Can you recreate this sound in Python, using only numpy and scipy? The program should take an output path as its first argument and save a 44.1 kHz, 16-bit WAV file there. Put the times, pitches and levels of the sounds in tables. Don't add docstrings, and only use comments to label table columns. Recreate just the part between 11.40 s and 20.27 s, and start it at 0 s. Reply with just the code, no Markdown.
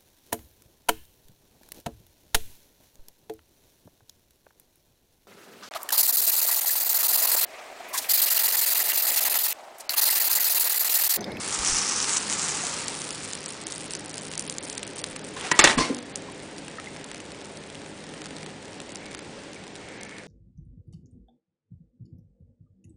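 import sys
import numpy as np
from scipy import signal
from scipy.fft import rfft, irfft, next_fast_len
from scipy.io import wavfile

SR = 44100
rng = np.random.default_rng(int(sys.argv[2]) if len(sys.argv) > 2 else 0)


def generate_wav(sig):
    pcm = np.round(np.clip(np.atleast_2d(sig).T, -1, 1) * 32767).astype(np.int16)
    wavfile.write(sys.argv[1], SR, pcm)


def natural_amplitude(level_db):
    exponent = np.asarray(level_db, float) / 20
    return 10 ** exponent


N = 391166


def rms_one(x):
    return x / np.sqrt(np.mean(x ** 2) + 1e-20)


def in_time(rows):
    s, *columns = np.transpose(rows)
    return [np.interp(np.arange(N) / SR, s, c) for c in columns]


def swell(start, db, attack_s, hold_s, dies_db_per_s):
    t = np.arange(N) / SR - start
    decay_s = np.maximum(t - attack_s - hold_s, 0)
    return np.clip(t / attack_s, 0, 1) ** 2 * natural_amplitude(db - dies_db_per_s * decay_s)


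def drift(rate):
    r = np.exp(-80 * np.pi * rate / SR)
    draws = rng.standard_normal(N // 40 + 2002)
    slow = signal.lfilter([1], [1, -2 * r, r * r], draws)[2000:]
    return np.interp(np.arange(N) / 40, np.arange(len(slow)), rms_one(slow))


def colour(x, spectrum):
    hz, db = np.transpose(spectrum)
    size = next_fast_len(N)
    f = np.arange(size // 2 + 1) * SR / size + 1
    gain = natural_amplitude(np.interp(np.log(f), np.log(hz), db))
    return rms_one(irfft(rfft(x, size) * gain, size)[:N])


def ring(clicks, hz, t60):
    r, w = natural_amplitude(-60 / (t60 * SR)), 2 * np.pi * hz / SR
    return signal.lfilter([0, np.sin(w)], [1, -2 * r * np.cos(w), r * r], clicks + 1e-18)


def narrow_noise(modes):
    return sum(natural_amplitude(db) * rms_one(ring(rng.standard_normal(N), hz, 2.2 / width)) for hz, width, db in modes)


def add(out, s, sound):
    i = round(s * SR)
    out[i:i + len(sound)] += sound[:N - i]


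def band(x, lo_hz, hi_hz):
    return signal.sosfilt(signal.butter(2, [lo_hz, min(hi_hz, .45 * SR)], "band", fs=SR, output="sos"), x)


def bursts(per_s, spread_db, length_s, bed):
    sizes = natural_amplitude(spread_db * np.minimum(rng.exponential(1, N), 2.5))
    born = rng.random(N) < per_s / SR
    r = np.exp(-1 / (length_s * SR))
    gate = rms_one(signal.lfilter([1], [1, -r], sizes * born + 1e-18))
    return (gate + bed) * rng.standard_normal(N)


# (time [s], level [dB])
STEAM_FORCE = [(0, -32.5), (.1, -30.5), (.15, -21), (.18, -26.5), (.25, -22), (.28, -18), (.42, -22.5),
               (.62, -22.5), (.66, -27), (.7, -20), (.782, -18.5), (.788, -28), (.88, -32), (.92, -23),
               (.98, -29), (1.0, -22.5), (1.11, -24.5), (1.4, -31)]


def steam_decay():
    force_db, = in_time(STEAM_FORCE)
    return force_db, np.maximum(np.arange(N) / SR - STEAM_FORCE[-1][0], 0)


# (frequency [Hz], density [dB per Hz])
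FIZZ_SPECTRUM = [(1470, -37), (2500, -11), (3490, -31), (4660, -13.5), (6180, 1.5), (7220, 3), (9580, -4.5),
                 (9920, -4), (12900, -35), (21800, -120)]


def fizz():
    force_db, after = steam_decay()
    level_db = force_db - 16 * after - 3.5 * np.minimum(after / 0.1, 1)
    jet = colour(bursts(1300, spread_db=2.5, length_s=.0005, bed=.5), FIZZ_SPECTRUM)
    wide_gap = swell(.22, -4.5, attack_s=.03, hold_s=.43, dies_db_per_s=2000)
    return natural_amplitude(level_db - 6.0) * (jet + wide_gap * rms_one(band(jet, 4070, 6160)))


# (frequency [Hz], density [dB per Hz])
SEETHE_SPECTRUM = [(290, -44), (500, -30), (829, -1), (1040, -2.5), (1190, 1), (1410, -2.5), (3480, -7),
                   (4500, -3.5), (5850, -3.5), (9900, -120)]


def seethe():
    force_db, after = steam_decay()
    level_db = -36.5 + 0.47 * (force_db + 22) - 7.5 * after - 3.5 * np.minimum(after / 0.13, 1)
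    boil = colour(bursts(600, spread_db=2.5, length_s=.0008, bed=2.5), SEETHE_SPECTRUM)
    return natural_amplitude(level_db + 4.0) * boil


# (frequency [Hz], density [dB per Hz])
CRACKLE_SPECTRUM = [(880, -26), (1500, -17), (2280, -1.5), (2780, -0.5), (5190, -4.5), (9540, 5.5),
                    (9920, 4), (12900, -86), (21800, -120)]


def crackle():
    t = np.arange(N) / SR
    per_s = 110 + 300 * np.exp(-t / 1.1)
    crust_s, crusting_s, crust_loss_db, cooling_db_per_s = 3.75, 0.8, 7.5, 2.67
    level_db = -41.5 - crust_loss_db / (1 + np.exp((crust_s - t) / crusting_s * 4))
    level_db -= cooling_db_per_s * np.maximum(t - crust_s, 0)
    rate = per_s * natural_amplitude(3.5 * drift(11))
    cracks = bursts(rate, spread_db=-1.0, length_s=0.00035, bed=0.026)
    return natural_amplitude(level_db) * colour(cracks, CRACKLE_SPECTRUM)


# (frequency [Hz], density [dB per Hz])
FAN_SPECTRUM = [(15, -44), (25, -24), (53, -9), (159, 0), (298, 2.5), (355, -1.5), (557, 1.5), (632, -3.5),
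                (853, -4.5), (1180, -11), (1810, -8), (2440, -10.5), (3470, -13.5), (9200, -20.5),
                (9920, -37), (12900, -41), (21800, -120)]
# (time [s], level [dB])
FAN_LEVEL = [(0, -42.5), (1.3, -41), (2, -44), (4, -42.5), (6, -44), (8.5, -44), (8.87, -48.5)]
# (frequency [Hz], width [Hz], level [dB])
DUCT_MODES = [(105, 3.6, -58), (156.6, 1.5, -52), (201, 2.6, -51.5), (276.6, 12, -53), (315, 9.4, -52.5),
              (341, 10, -61), (403.5, 24, -48.5), (497, 16, -62)]


def fan():
    level_db, = in_time(FAN_LEVEL)
    level_db = level_db + .4 * drift(3)
    air = colour(rng.standard_normal(N), FAN_SPECTRUM)
    return natural_amplitude(level_db + 1.5) * air + natural_amplitude(level_db + 40.5) * narrow_noise(DUCT_MODES)


# (time [s], peak level [dB], ring frequency [Hz])
JETTING_POPS = [(0.1256, -13, 6800), (0.1895, -11, 6800), (0.2613, -12, 5460), (0.6015, -11, 6380),
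                (0.6429, -11, 6820), (0.6933, -11, 6550), (0.7692, -9, 6760), (0.8275, -17, 7410),
                (0.8799, -17, 6270), (0.8984, -12, 7000), (0.9258, -9, 6780), (0.9946, -13, 7910),
                (1.0849, -14, 6240), (1.2506, -15, 7320), (1.2675, -15, 8560), (1.4815, -12, 8340)]
# (time [s], peak level [dB], ring frequency [Hz])
WET_POPS = [(1.6172, -15, 8230), (1.706, -15, 5750), (1.933, -14, 8140), (1.9514, -16, 8850),
            (2.0597, -15, 8950), (2.2682, -14, 8770), (2.3216, -15, 8490), (2.359, -17, 9150),
            (2.5072, -18, 8470), (2.5351, -15, 8730), (2.5511, -12, 7600), (2.7416, -18, 7180),
            (2.78, -16, 9360), (2.9147, -19, 4220), (2.9367, -19, 3800), (2.9536, -20, 8870),
            (2.9771, -11, 9080), (2.9945, -11, 9210), (3.0973, -12, 7700), (3.1831, -11, 7570),
            (3.2984, -15, 9070), (3.3787, -11, 9230), (3.4301, -14, 3850), (3.4765, -20, 9230),
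            (3.5907, -19, 8800), (3.6406, -10, 4950), (3.7623, -17, 3000), (3.7927, -24, 6240),
            (3.9658, -25, 8080), (4.0102, -17, 3710)]
# (time [s], peak level [dB], ring frequency [Hz])
CRUST_POPS = [(4.5463, -16, 9370), (4.5872, -22, 2800), (4.7573, -11, 9430), (5.1818, -22, 6740),
              (5.2811, -22, 3020), (5.3989, -22, 3140), (5.4428, -26, 3360), (5.563, -24, 2660),
              (5.6423, -22, 6370), (5.7146, -21, 3670), (5.7456, -23, 3110), (5.7795, -27, 3610),
              (5.8019, -24, 2820), (5.9187, -27, 2730), (6.1716, -27, 6280), (6.3527, -26, 3850),
              (6.417, -30, 2700), (6.8176, -21, 2890), (6.8575, -21, 2510), (6.9069, -26, 3170),
              (6.9658, -23, 4880), (7.0301, -24, 2780), (7.0621, -24, 3100), (7.4018, -20, 3600),
              (7.5565, -18, 8690), (7.748, -18, 3570), (7.7909, -22, 2500), (8.3546, -25, 2740),
              (8.6325, -19, 7770), (8.7832, -25, 2680)]
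# (time [s], peak level [dB], ring frequency [Hz])
DEEP_POPS = [(6.056, -29, 1500), (6.866, -25, 1400), (6.64, -27, 2500), (6.738, -27, 3300)]


def pops():
    out, t = np.zeros(N), np.arange(400) / SR
    rows = JETTING_POPS + WET_POPS + CRUST_POPS + DEEP_POPS + small_pops(WET_POPS + CRUST_POPS)
    noise = rng.standard_normal((len(rows), 2, len(t)))
    spit = noise[:, 0] * natural_amplitude(4 * noise[:, 1]) * 0.099 * np.exp(-t / 0.0016)
    spit[:, 0] = 1
    brights, bodies = band(spit, 5100, 14000), band(spit, 1100, 4500)
    for (s, db, hz), bright, body in zip(rows, brights, bodies):
        pop = bright - min((3400 / hz) ** 2, 1.6) * body
        pop = pop + 0.12 * ring(bright - body, hz, 7.3 / hz)
        add(out, s + .0006, natural_amplitude(db + 4.5) * pop / np.abs(pop).max())
    return out


# (time [s], peak level [dB], length [s])
AIR_PUFFS = [(0.208, -33, 0.031), (0.33, -31.5, 0.052), (0.4, -44, 0.046), (.64, -62, .05), (3.7, -59, 0.1),
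             (4.208, -42, 0.031), (4.272, -40, 0.015), (4.394, -33, 0.061)]


def puffs():
    t = np.arange(N) / SR
    lumps = rms_one(band(rng.standard_normal(N), 9, 50))
    return lumps * sum(natural_amplitude(db) * np.exp(-((t - s) / length) ** 2 * 4) for s, db, length in AIR_PUFFS)


# (start [s], end [s], rate [1/s], mean peak level [dB], lowest ring [Hz], highest ring [Hz])
SMALL_POP_SPANS = [
    (1.55, 3.0, 24, -25, 5500, 9500),
    (3.0, 4.05, 4, -28, 4000, 9000),
    (4.6, 8.8, 15, -30.5, 2600, 7000),
]


def small_pops(clear):
    rows = []
    for start, end, per_s, db, lo_hz, hi_hz in SMALL_POP_SPANS:
        when, size, pitch = rng.random((round(per_s * (end - start)), 3)).T
        peak_db = db + 1.5 * (4 * size - 2)
        rows += zip(start + (end - start) * when, peak_db, lo_hz * (hi_hz / lo_hz) ** pitch)
    s, db, hz = np.repeat(clear, 2, axis=0).T
    when, size, pitch = rng.uniform(-0.83, 1, (len(s), 3)).T
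    peak_db = np.minimum(db, -18) - 10.5 + 1.7 * size
    return rows + list(zip(s + .06 * when, peak_db, np.clip(hz * 1.5 ** pitch, 2500, 9500)))


# (time [s], peak level [dB], frequency [Hz], rise time [s])
CABINET_KNOCKS = [(1.232, -30.5, 723, 0.0072), (3.962, -33, 1048, 0.0053), (4.042, -32, 760, .008),
                  (4.113, -16.5, 995, 0.0042), (4.386, -23, 448, 0.0089), (4.508, -25.5, 385, 0.0049),
                  (4.370, -17.5, 249.4, 0.0098), (4.372, -25, 159.6, 0.014), (4.381, -18.5, 1096, 0.0054),
                  (4.400, -23, 309, 0.009), (4.501, -17, 258.4, 0.008), (4.497, -22, 480, 0.0047),
                  (4.53, -27, 281, 0.0061)]


def knocks():
    out, t = np.zeros(N), np.arange(4000) / SR
    for s, db, hz, rise in CABINET_KNOCKS:
        envelope = (t / rise) ** 2 * np.exp(2 - 2 * t / rise)
        add(out, s, natural_amplitude(db) * np.sin(2 * np.pi * hz * t) * envelope)
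    return out


# (start time [s], level [dB], attack [s], hold [s], decay [dB per s])
SLIDES = [
    (3.952, -41.5, 0.024, .04, 302),
    (4.007, -35.5, 0.041, .01, 131),
    (4.131, -39, .03, .03, 296),
    (4.185, -25.5, .012, .11, 283),
    (4.368, -26.5, .012, .005, 136),
]
# (frequency [Hz], density [dB per Hz])
DRAG_SPECTRUM = [(120, -38), (250, -0.5), (600, 1), (1000, -2.5), (1900, -0.5), (3000, -3.5), (5000, -7),
                 (10000, -10.5), (13000, -60)]
# (frequency [Hz], width [Hz], level [dB])
STEEL_MODES = [(477, 25, -26), (1040, 37, -5), (2116, 38, -9), (2850, 50, -17), (4340, 190, -9),
               (5640, 900, -5.5)]
# (time [s], level [dB])
SINGING = [(4.37, -88.5), (4.385, -29.5), (4.40, -23), (4.48, -38), (4.52, -54)]


def drag():
    level = sum(swell(*row) for row in SLIDES)
    sing_db, = in_time(SINGING + [(4.6, -99)])
    rough = colour(bursts(1200, spread_db=3, length_s=.0007, bed=1), DRAG_SPECTRUM)
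    return natural_amplitude(3.0) * level * rough + natural_amplitude(sing_db) * narrow_noise(STEEL_MODES)


# (time [s], peak level [dB], highs [dB], lows [dB], rattle time [s])
SPATULA_BLOWS = [(3.966, -30, -18, -7, 0.0086), (4.114, -4.5, 1.5, -15, 0.0061),
                 (4.1185, -11.5, -18.5, 8, 0.0015), (4.191, 4.5, 3, -7.5, 0.0031),
                 (4.196, -0.5, 4.5, -16, 0.0037), (4.24, 1, 5.5, 1, 0.0055),
                 (4.2461, -1.5, -31, -36, 0.013), (4.273, -4.5, -9, -26, 0.0044),
                 (4.297, -13, -29, -2, 0.011), (4.380, -31.5, -2, -3, 0.024)]
# (frequency [Hz], level [dB], T60 [s])
SPATULA_MODES = [(680, -27, 0.032), (1140, -31, 0.086), (1284, -8.5, 0.014), (1820, -26, 0.097),
                 (1935, 6, 0.032), (2230, -6, 0.05), (2730, 1, 0.01), (3485, -3.5, 0.024),
                 (3900, -7, 0.015)]


def clatter():
    out, t = np.zeros(N), np.arange(6000) / SR
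    draws = rng.standard_normal((len(SPATULA_BLOWS), 2, len(t)))
    for (s, db, high_db, low_db, rattle), (contact, shares) in zip(SPATULA_BLOWS, draws):
        contact = contact * (np.exp(-t / rattle) + .06 * np.exp(-t / .035))
        modes = zip(SPATULA_MODES, shares)
        body = sum(natural_amplitude(m_db + 2 * share) * ring(contact, hz, t60) for (hz, m_db, t60), share in modes)
        parts = rms_one(body) + natural_amplitude(-0.5) * rms_one(band(contact, 640, 3300))
        parts += natural_amplitude(high_db) * rms_one(band(contact, 4100, 7500))
        parts += natural_amplitude(low_db) * rms_one(band(contact, 120, 710))
        add(out, s, natural_amplitude(db) * parts / np.abs(parts).max())
    return out


# (time [s], peak level [dB], frequency [Hz])
FAT_BUBBLES = [(4.886, -34, 1040), (5.384, -29, 1290), (5.384, -29.5, 1830), (5.471, -30, 2080),
               (8.162, -37, 2280)]


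def fat_bubbles():
    out, t = np.zeros(N), np.arange(2000) / SR
    envelope = np.exp(-t / 0.0067) * (1 - np.exp(-t / 0.0005))
    for s, db, hz in FAT_BUBBLES:
        add(out, s, natural_amplitude(db) * np.sin(2 * np.pi * hz * t) * envelope)
    return out


# (start time [s], level [dB], swell [s], hold [s])
RIM_LEAKS = [
    (7.57, -52, .04, .12),
    (8.3, -49.5, .2, .2),
    (8.66, -48.5, .08, .055),
]
# (frequency [Hz], width [Hz], level [dB])
GAP_MODES = [(1750, 200, -3), (2200, 200, 0)]


def leaks():
    level = sum(swell(*row, dies_db_per_s=408) for row in RIM_LEAKS)
    return level * natural_amplitude(1.5 * drift(25)) * narrow_noise(GAP_MODES)


def kitchen(x):
    t60_s, wall_cut_hz = 0.38, 2400
    size = next_fast_len(N + SR)
    w = 2 * np.pi * np.arange(size // 2 + 1) / size
    dull = 1 / (1 + 1j * w * SR / (2 * np.pi * wall_cut_hz))
    tail = 0
    for k, lag in enumerate((rng.uniform(.006, .03, 8) * SR).astype(int)):
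        loop = natural_amplitude(-60 * lag / SR / t60_s) * dull * np.exp(-1j * w * lag)
        tail = tail + (-1) ** k * loop / (1 - loop)
    return irfft(rfft(x, size) * tail, size)[:N]


def scene():
    jet = fizz()
    frying = seethe() + crackle() + leaks()
    frying += jet * natural_amplitude(.8 * drift(23))
    pan = frying + pops() + fat_bubbles()
    counter = knocks() + clatter() + drag()
    room = kitchen(natural_amplitude(-20.5) * pan + natural_amplitude(-15) * counter)
    return (pan + counter + room + fan() + puffs())[None]


# (frequency [Hz], level [dB])
STEP_LEVEL = [(1000, -34), (3000, -20), (4200, -12), (5200, -4), (10000, -2)]


def quantise_blocks(x):
    hop, wide = 128, 4
    frame_s, frame_start_s, sudden_db = .036, .0085, 7
    count = N // hop + 2
    n, k = np.arange(2 * hop) + .5, np.arange(hop) + .5
    window = np.sin(np.pi * n / (2 * hop))
    basis = window * np.cos(np.pi / hop * np.outer(k, n + hop / 2)) * np.sqrt(2 / hop)
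    halves = np.pad(x, (hop, count * hop - N)).reshape(-1, hop)
    lines = (np.hstack([halves[:-1], halves[1:]]) @ basis.T).reshape(count, -1, wide)
    frame = np.floor((np.arange(count) * hop / SR - frame_start_s) / frame_s).astype(int) + 1
    firsts = np.searchsorted(frame, np.arange(frame[-1] + 1))
    loudest = np.sqrt(np.maximum.reduceat((lines ** 2).mean(axis=2), firsts))[frame]
    highs = (lines[:, 6:14] ** 2).mean(axis=(1, 2)) + 1e-18
    quiet = np.exp(np.add.reduceat(np.log(highs), firsts) / np.diff(firsts, append=count))
    sudden = np.maximum.reduceat(highs, firsts) > quiet * natural_amplitude(2 * sudden_db)
    loudest *= np.where(sudden, 1, .25)[frame, None]
    hz, under_db = np.transpose(STEP_LEVEL)
    band_hz = (np.arange(hop // wide) + .5) * wide * SR / 2 / hop
    step = (loudest * natural_amplitude(np.interp(band_hz, hz, under_db)) + 1e-12)[..., None]
    coarse = step * np.sign(lines) * np.floor(np.abs(lines) / step + .4)
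    blocks = (.93 * coarse + .07 * lines).reshape(count, hop) @ basis
    return (blocks[1:, :hop] + blocks[:-1, hop:]).ravel()[:N]


def low_pass(x):
    return signal.sosfilt(signal.butter(12, 10070, fs=SR, output="sos"), x)


def record(dry):
    steep = signal.ellip(8, .3, 40, 10060, fs=SR, output="sos")
    cut = signal.sosfiltfilt(steep, quantise_blocks(dry[0]))
    return low_pass(np.clip(cut, -1, 1)[None])


dry = scene()
out = record(dry)
generate_wav(out)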